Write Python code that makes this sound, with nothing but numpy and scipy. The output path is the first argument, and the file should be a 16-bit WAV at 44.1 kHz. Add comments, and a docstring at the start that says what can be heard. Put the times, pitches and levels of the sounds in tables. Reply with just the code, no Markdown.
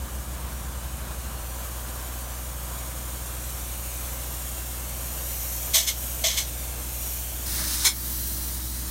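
"""A generator and an air compressor throb in a trailer, heard from the street, where another motor
speeds up and fades. Purge air hisses from a foam insulation gun, brighter when its nozzle faces the
listener. From the yard, the trigger lets out short, sharp blasts of air that drain the hose.
Close to the house wall, foam sprays briefly, splutters and ends in one more blast.
The microphone's gain control ducks under the blasts."""
import sys
import numpy as np
from scipy import signal
from scipy.fft import rfft, irfft
from scipy.io import wavfile
from scipy.ndimage import uniform_filter1d

SR = 44100
rng = np.random.default_rng(int(sys.argv[2]) if len(sys.argv) > 2 else 0)


def wrap_up_sound(samples):
    """Save the sound to the file named by the first command line argument, as 16-bit audio."""
    columns = np.atleast_2d(samples).T
    # keep every value between -1 and 1, then stretch to whole-number steps
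    tamed = np.clip(columns, -1, 1)
    steps = np.round(tamed * 32767).astype(np.int16)
    wavfile.write(sys.argv[1], SR, steps)


N = 392490

YARD_FROM_S, WALL_FROM_S, FOAM_ENDS_S = 1.42, 7.457, 7.87
GENERATOR_HZ, COMPRESSOR_HZ = 15.265, 12.18  # cycle rates
STREET_IN_STEP_S, YARD_IN_STEP_S = .942, 3.55  # strokes of both machines coincide

# Nozzle aim. Each row: time in seconds, top-octave gain in dB (0 = facing the listener).
NOZZLE_AIM = [(3.2, -6), (4.0, -4), (4.9, -4), (5.45, 0), (6.2, -1.3), (6.5, -3.5), (6.75, -4.5), (7.1, 0),
              (7.3, -2.6), (8.03, -1), (8.09, -0.3), (8.45, -2), (8.68, -6.5), (8.9, -5.5)]
# Jet spectra. Each row: frequency in Hz, relative level in dB.
PURGE_YARD_SPECTRUM = [(1200, -30), (2200, -7), (3000, -6), (3750, -8.5), (4350, -8.5), (4950, -11.5),
                       (5700, -5.5), (6700, -1.5), (7600, -3), (8800, 0.5), (9700, -1.5), (10450, -4),
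                       (11400, 0), (13400, 1), (15700, -2.5)]
PURGE_WALL_SPECTRUM = [(1200, -23), (2800, -13.5), (4200, -5.5), (4900, -8), (5600, -4), (7500, -5.5),
                       (9600, -.5), (10450, -3.5), (11400, -0.5), (13400, 2), (15700, 0.5)]
FOAM_SPECTRUM = [(400, -29), (900, -9.5), (1700, -6), (2400, -9), (3200, -5.5), (4100, 0), (4800, -1),
                 (5700, 1.5), (7500, -2), (9500, 1.5), (10450, -7), (11500, -7.5), (15700, -8)]
# Trigger blasts. Each row: start in seconds, relative level in dB, rise and hold in seconds,
# decay in dB per second, treble gain in dB.
TRIGGER_BLASTS = [(5.733, -14.7, 0.015, 0.023, 218, 1.5), (5.861, -20, 0.025, 0.0043, 379, 0),
                  (6.237, -16.5, .007, .005, 133, -5), (6.362, -21.2, 0.017, .007, 302, -2),
                  (7.844, -13.4, 0.0089, 0.021, 410, 0)]
# Piston knocks and wet splutter. Each row: start in seconds, level in dB, rise and hold in seconds,
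# decay in dB per second.
PISTON_KNOCKS = [(5.738, -33, 0.0037, 0.012, 230), (6.239, -27, .007, .006, 480)]
FOAM_SPLUTTERS = [(7.57, -40.5, 0.01, 0.039, 190)]
# Resonances of jet core, blasts, splutter and fan. Each row: centre in Hz, width in Hz, gain in dB.
CORE_MODES = [(5720, 600, -1), (6800, 1100, -0.53), (11800, 800, 1.8), (13300, 1300, 2)]
BLAST_YARD_MODES = [(1030, 500, -17.5), (2160, 490, -5.5), (3110, 330, -2.5), (3480, 600, -2),
                    (4200, 770, -4.5), (5270, 400, -3.5), (6200, 810, 1), (7500, 3500, -5.5),
                    (9400, 1800, -11), (11800, 1500, -9), (13300, 830, -4), (14400, 600, -11)]
BLAST_WALL_MODES = [(400, 250, -15), (960, 300, -7.5), (1470, 580, -12), (2160, 290, 0), (3450, 500, -1.5),
                    (4130, 430, 1), (5330, 330, 3.5), (6240, 870, -3), (7300, 550, -1), (8300, 600, -6),
                    (9570, 660, 0.5), (11600, 900, -10.5), (13500, 1300, -7.5), (15400, 700, -13)]
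SPLUTTER_MODES = [(620, 66, 1), (1250, 300, -10), (1610, 260, 2), (2000, 250, -3)]
FAN_MODES = [(1014, 110, 2.5), (1150, 320, 1.5), (1550, 320, -5)]
# Gun body modes. Each row: frequency in Hz, relative level in dB.
GUN_BODY_MODES = [(520, -19), (628, -2), (668, 0), (705, -13)]
# Machine tones. Each row: multiple of the cycle rate, yard level in dB, wall level in dB.
GENERATOR_TONES = [(4, -35.5, -34), (5, -58, -60), (7, -66, -56), (8, -49.5, -51), (11, -67, -70),
                   (12, -66, -54), (13, -63.5, -62), (15, -64.5, -58.5), (16, -62.5, -55.5), (20, -60, -78),
                   (24, -63.5, -61), (32, -63, -73), (35, -63, -87), (36, -59.5, -78), (40, -65, -63.5),
                   (42, -63.5, -81), (48, -67.5, -82), (50, -60.5, -82), (59, -64, -62.5)]
COMPRESSOR_TONES = [(4, -52, -52), (6, -55, -61), (7, -53, -53), (8, -60, -68), (9, -61, -54),
                    (12, -57, -68), (14, -60, -68), (18, -65, -73), (26, -70.5, -51.5), (28, -69.5, -73)]
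# Machine clatter spectra. Each row: frequency in Hz, density in dB per Hz.
CLATTER_YARD_SPECTRUM = [(20, -96), (38, -81), (60, -68), (115, -75), (220, -73), (300, -76), (420, -79.5),
                         (620, -75), (850, -79), (1050, -81), (1600, -80.5), (1950, -85.5), (4000, -87),
                         (15000, -100)]
CLATTER_WALL_SPECTRUM = [(20, -95), (40, -79), (80, -70), (130, -67.5), (220, -72), (330, -77),
                         (430, -80.5), (650, -79.5), (1200, -80), (1800, -80), (2600, -87), (15000, -102)]


def purge_air(by_wall, released):
    """The idle gun hisses, louder and brighter as listener and nozzle turn toward each other."""
    aim_db = np.interp(clock(), *np.transpose(NOZZLE_AIM))
    facing_away = 1 - ramp(0, 3.6)
    away_top_db = -3 * facing_away
    distance_top_db = -1.5 * in_street()
    hiss_db = .42 * aim_db - 4.6 * facing_away
    top_db = aim_db + away_top_db + distance_top_db
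    yard = jet(hiss_db - 37.5, top_db - 33.5, PURGE_YARD_SPECTRUM, flutter_db=.55, echo=.59)
    yard += jet_core(aim_db) * from_db(away_top_db)
    wall = jet(hiss_db - 35, top_db - 29.4, PURGE_WALL_SPECTRUM, flutter_db=.55, echo=.38)
    return hose_pressure() * (yard * (1 - by_wall) + wall * released)


def foam(by_wall, released, swell_db_per_s=12.5):
    """Foam rushes onto the wall, swelling until the trigger is let go."""
    hiss_db = -33.5 + swell_db_per_s * since(WALL_FROM_S)
    spray = jet(hiss_db, top_db=-29.5, spectrum=FOAM_SPECTRUM, flutter_db=.8, echo=.2)
    return spray * by_wall * (1 - released)


def jet(hiss_db, top_db, spectrum, flutter_db, echo, split_hz=10500):
    """Turbulent hiss; its top octave beams forward and has its own level."""
    top_share = 1 / (1 + (split_hz / bins_hz()) ** 20)
    hiss = 0
    for share, level_db in ((1 - top_share, hiss_db), (top_share, top_db)):
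        band = irfft(white_spectrum() * colour(spectrum) * np.sqrt(share), N)
        hiss += from_db(level_db) * moving_echoes(band, echo, sway_s=.00011)
    return hiss * from_db(flutter_db * drift(22))


def jet_core(aim_db):
    """The jet's keen, narrow core, heard when the nozzle faces the listener."""
    core = irfft(white_spectrum() * resonances(CORE_MODES), N)
    return from_db(-37 + 3.6 * aim_db) * moving_echoes(core, echo=.55, sway_s=.00012)


def hose_pressure(sag_db=4, hold_s=.083, recovery_s=.045):
    """Purge air gain: each blast drains the hose, which then refills."""
    drained = [after(start_s) * (1 - ramp(start_s + hold_s, start_s + hold_s + recovery_s))
               for start_s, *_ in TRIGGER_BLASTS]
    return from_db(-sag_db * np.max(drained, axis=0))


def trigger_blasts(by_wall, split_hz=7000):
    """The valve lets out blasts of air, each with its own brightness."""
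    yard = air_rush(BLAST_YARD_MODES, rough_db=1.4, echo=.47, spread_s=.014)
    wall = air_rush(BLAST_WALL_MODES, rough_db=1, echo=.33, spread_s=.006)
    rush = yard * (1 - by_wall) + wall * by_wall
    treble = irfft(rfft(rush) / (1 + (split_hz / bins_hz()) ** 4), N)
    body_gain = bursts([row[:-1] for row in TRIGGER_BLASTS])
    treble_gain = bursts([(start_s, level_db + treble_db, *shape)
                          for start_s, level_db, *shape, treble_db in TRIGGER_BLASTS])
    return from_db(.95) * (body_gain * (rush - treble) + treble_gain * treble)


def air_rush(modes, rough_db, echo, spread_s):
    """Ragged air through the gun's resonances, scattered by the building."""
    ragged = rng.standard_normal(N) * from_db(rough_db * drift(120))
    return unit_rms(irfft(rfft(ragged) * resonances(modes) * reflections(echo, spread_s), N))


def piston_knock(waver_db=2.5):
    """The piston hits its stop and rings a few close modes of the gun body."""
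    ring = 0
    for hz, level_db in GUN_BODY_MODES:
        gain = from_db(level_db + waver_db * drift(30))
        ring += gain * np.sin(2 * np.pi * hz * clock() + drift(21))
    return bursts(PISTON_KNOCKS) * unit_rms(ring)


def splutter():
    """A wet splutter within the spray."""
    return bursts(FOAM_SPLUTTERS) * air_rush(SPLUTTER_MODES, rough_db=3, echo=.4, spread_s=.00515)


def machine(tones, cycle_hz, by_wall, waver_db, smear_rad):
    """Harmonics of a working cycle; high ones waver more, less so where the listener stands by the wall."""
    t, street, hum = clock(), in_street(), 0
    for multiple, yard_db, wall_db in tones:
        looseness = min(multiple / 12, 1) ** 3
        level_db = yard_db + (wall_db - yard_db) * by_wall
        level_db += waver_db * looseness * drift(1.14) * (1 - .5 * by_wall)
        wander_rad = smear_rad * looseness * (drift(.42) + rng.normal())
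        street_tone, later_tone = (np.cos(2 * np.pi * multiple * cycle_hz * (t - in_step_s) + wander_rad)
                                   for in_step_s in (STREET_IN_STEP_S, YARD_IN_STEP_S))
        hum += np.sqrt(2) * from_db(level_db) * (street_tone * street + later_tone * (1 - street))
    return hum


def clatter(by_wall, firing_depth=.031, flicker_db=.9):
    """Valves and pistons repeat a rough pattern each cycle; exhaust and fan noise swell at each firing."""
    cycles = GENERATOR_HZ * clock() + .006 * drift(.68)
    pattern = rng.standard_normal(int(SR / GENERATOR_HZ))
    valves = pattern[(cycles % 1 * len(pattern)).astype(int) % len(pattern)]
    firing = 1 + firing_depth * np.cos(2 * np.pi * 4 * cycles)
    exhaust = unit_rms(rng.standard_normal(N) * firing)
    valve_share = .41 / (1 + (bins_hz() / 1400) ** 2)
    spectrum = np.sqrt(valve_share) * rfft(valves) + np.sqrt(1 - valve_share) * rfft(exhaust)
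    spectrum *= np.sqrt(SR / 2)  # unit power per Hz
    yard = irfft(spectrum * colour(CLATTER_YARD_SPECTRUM), N)
    wall = irfft(spectrum * colour(CLATTER_WALL_SPECTRUM), N)
    noise = yard * (1 - by_wall) + wall * by_wall + cooling_fan(spectrum)
    return noise * from_db(flicker_db * drift(3.6))


def cooling_fan(spectrum, turn_away_s=3.15, fade_db_per_s=3.5):
    """The whirr leaves by the trailer door and fades as the listener turns away."""
    level_db = -52.7 - fade_db_per_s * since(turn_away_s)
    return from_db(level_db) * unit_rms(irfft(spectrum * resonances(FAN_MODES), N))


def trailer_boom(x, centre_hz=166, width_hz=77, gain_db=-5):
    """The open trailer faces the street, where its box lifts the low overtones."""
    boom = irfft(rfft(x) * resonances([(centre_hz, width_hz, gain_db)]), N)
    return x + boom * in_street()


def street_motor(idle_hz=67.1, full_hz=73.3, fade_db_per_s2=5, overtone_db=-19):
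    """A fading hum beats against the generator's firing, faster as the motor gathers speed."""
    hz = idle_hz + (full_hz - idle_hz) * ramp(.145, .98)
    level_db = -41 - fade_db_per_s2 * clock() ** 2
    turns = np.cumsum(hz) / SR
    phase = 2 * np.pi * (turns - turns[int(STREET_IN_STEP_S * SR)])
    hum = np.cos(phase) + from_db(overtone_db) * np.cos(2 * phase)
    return np.sqrt(2) * from_db(level_db) * hum * in_street()


def moving_echoes(x, echo, sway_s, count=7):
    """Echo paths change length as gun and listener move, so their comb slides; unit power."""
    samples, mix = np.arange(N), x
    for lag_s in np.geomspace(.0007, .007, count) * rng.uniform(.8, 1.2, count):
        delay_s = lag_s + sway_s * drift(.81)
        mix = mix + echo / np.sqrt(count) * np.interp(samples - SR * delay_s, samples, x)
    return unit_rms(mix)


def reflections(echo, spread_s, count=14):
    """Comb spectrum of short echoes from ground, studs and walls."""
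    signs = rng.choice([-1, 1], count)
    lags = (rng.uniform(.1, 1, count) * spread_s * SR).astype(int) + 1
    impulse = np.zeros(N)
    impulse[0] = 1
    impulse[lags] = echo * signs / np.sqrt(count)
    return rfft(impulse) / np.sqrt(1 + echo ** 2)


def bursts(rows):
    """Envelope of events that rise, hold and decay, summed in power."""
    power = 0
    for start_s, level_db, rise_s, hold_s, decay_db_per_s in rows:
        fall_db = np.minimum(decay_db_per_s * since(start_s + rise_s + hold_s), 150)
        power += (ramp(start_s, start_s + rise_s) * from_db(level_db - fall_db)) ** 2
    return np.sqrt(power)


def drift(rate_hz, hop=100, warmup=2000):
    """Smooth random wander of unit power."""
    pole = np.exp(-2 * np.pi * rate_hz * hop / SR)
    noise = rng.standard_normal(N // hop + 2 + warmup)
    slow = signal.lfilter([1], [1, -2 * pole, pole ** 2], noise)[warmup:]
    return np.interp(np.arange(N) / hop, np.arange(len(slow)), unit_rms(slow))


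def colour(spectrum):
    """Gain per bin, interpolated over log frequency."""
    hz, db = np.transpose(spectrum)
    return from_db(np.interp(np.log(bins_hz()), np.log(hz), db))


def resonances(modes):
    """Gain per bin of broad peaks, summed in power."""
    peaks = (from_db(db) / (1 + (1.76 * (bins_hz() - hz) / width_hz) ** 2) for hz, width_hz, db in modes)
    return np.sqrt(sum(peak ** 2 for peak in peaks))


def white_spectrum():
    return rfft(rng.standard_normal(N))


def bins_hz():
    return np.maximum(np.arange(N // 2 + 1) * SR / N, 1)


def from_db(db):
    return 10 ** (db / 20)


def unit_rms(x):
    return x / np.sqrt(np.mean(x ** 2) + 1e-20)


def clock():
    return np.arange(N) / SR


def since(start_s):
    return np.maximum(clock() - start_s, 0)


def ramp(start_s, end_s):
    return np.clip((clock() - start_s) / (end_s - start_s), 0, 1)


def after(start_s):
    return ramp(start_s, start_s + .004)


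def in_street():
    return 1 - after(YARD_FROM_S)


def scene():
    """Machines and gun, the same in both ears."""
    by_wall, released = after(WALL_FROM_S), after(FOAM_ENDS_S)
    trailer = machine(GENERATOR_TONES, GENERATOR_HZ, by_wall, waver_db=1.26, smear_rad=.98)
    trailer += machine(COMPRESSOR_TONES, COMPRESSOR_HZ, by_wall, waver_db=2.5, smear_rad=.7)
    trailer += clatter(by_wall)
    gun = purge_air(by_wall, released) + foam(by_wall, released)
    gun += trigger_blasts(by_wall) + piston_knock() + splutter()
    return np.tile(gun + trailer_boom(trailer) + street_motor(), (2, 1))


def gain_control(x, threshold_db=-23, slope=.36, release_db_per_s=15):
    """Loud sound turns the gain down at once; it creeps back afterwards."""
    power = np.maximum(uniform_filter1d(x[0] ** 2, size=400), 0)
    excess_db = np.maximum(10 * np.log10(power + 1e-12) - threshold_db, 0)
    release_db = release_db_per_s * clock()
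    cut_db = np.maximum.accumulate(slope * excess_db + release_db) - release_db
    return x * from_db(-uniform_filter1d(cut_db, size=200))


def record(dry):
    """Gain control, then a steep low-pass at 15.8 kHz."""
    lowpass = signal.ellip(12, .1, 80, 15800, fs=SR, output="sos")
    return signal.sosfilt(lowpass, gain_control(dry))


dry = scene()
out = record(dry)
wrap_up_sound(out)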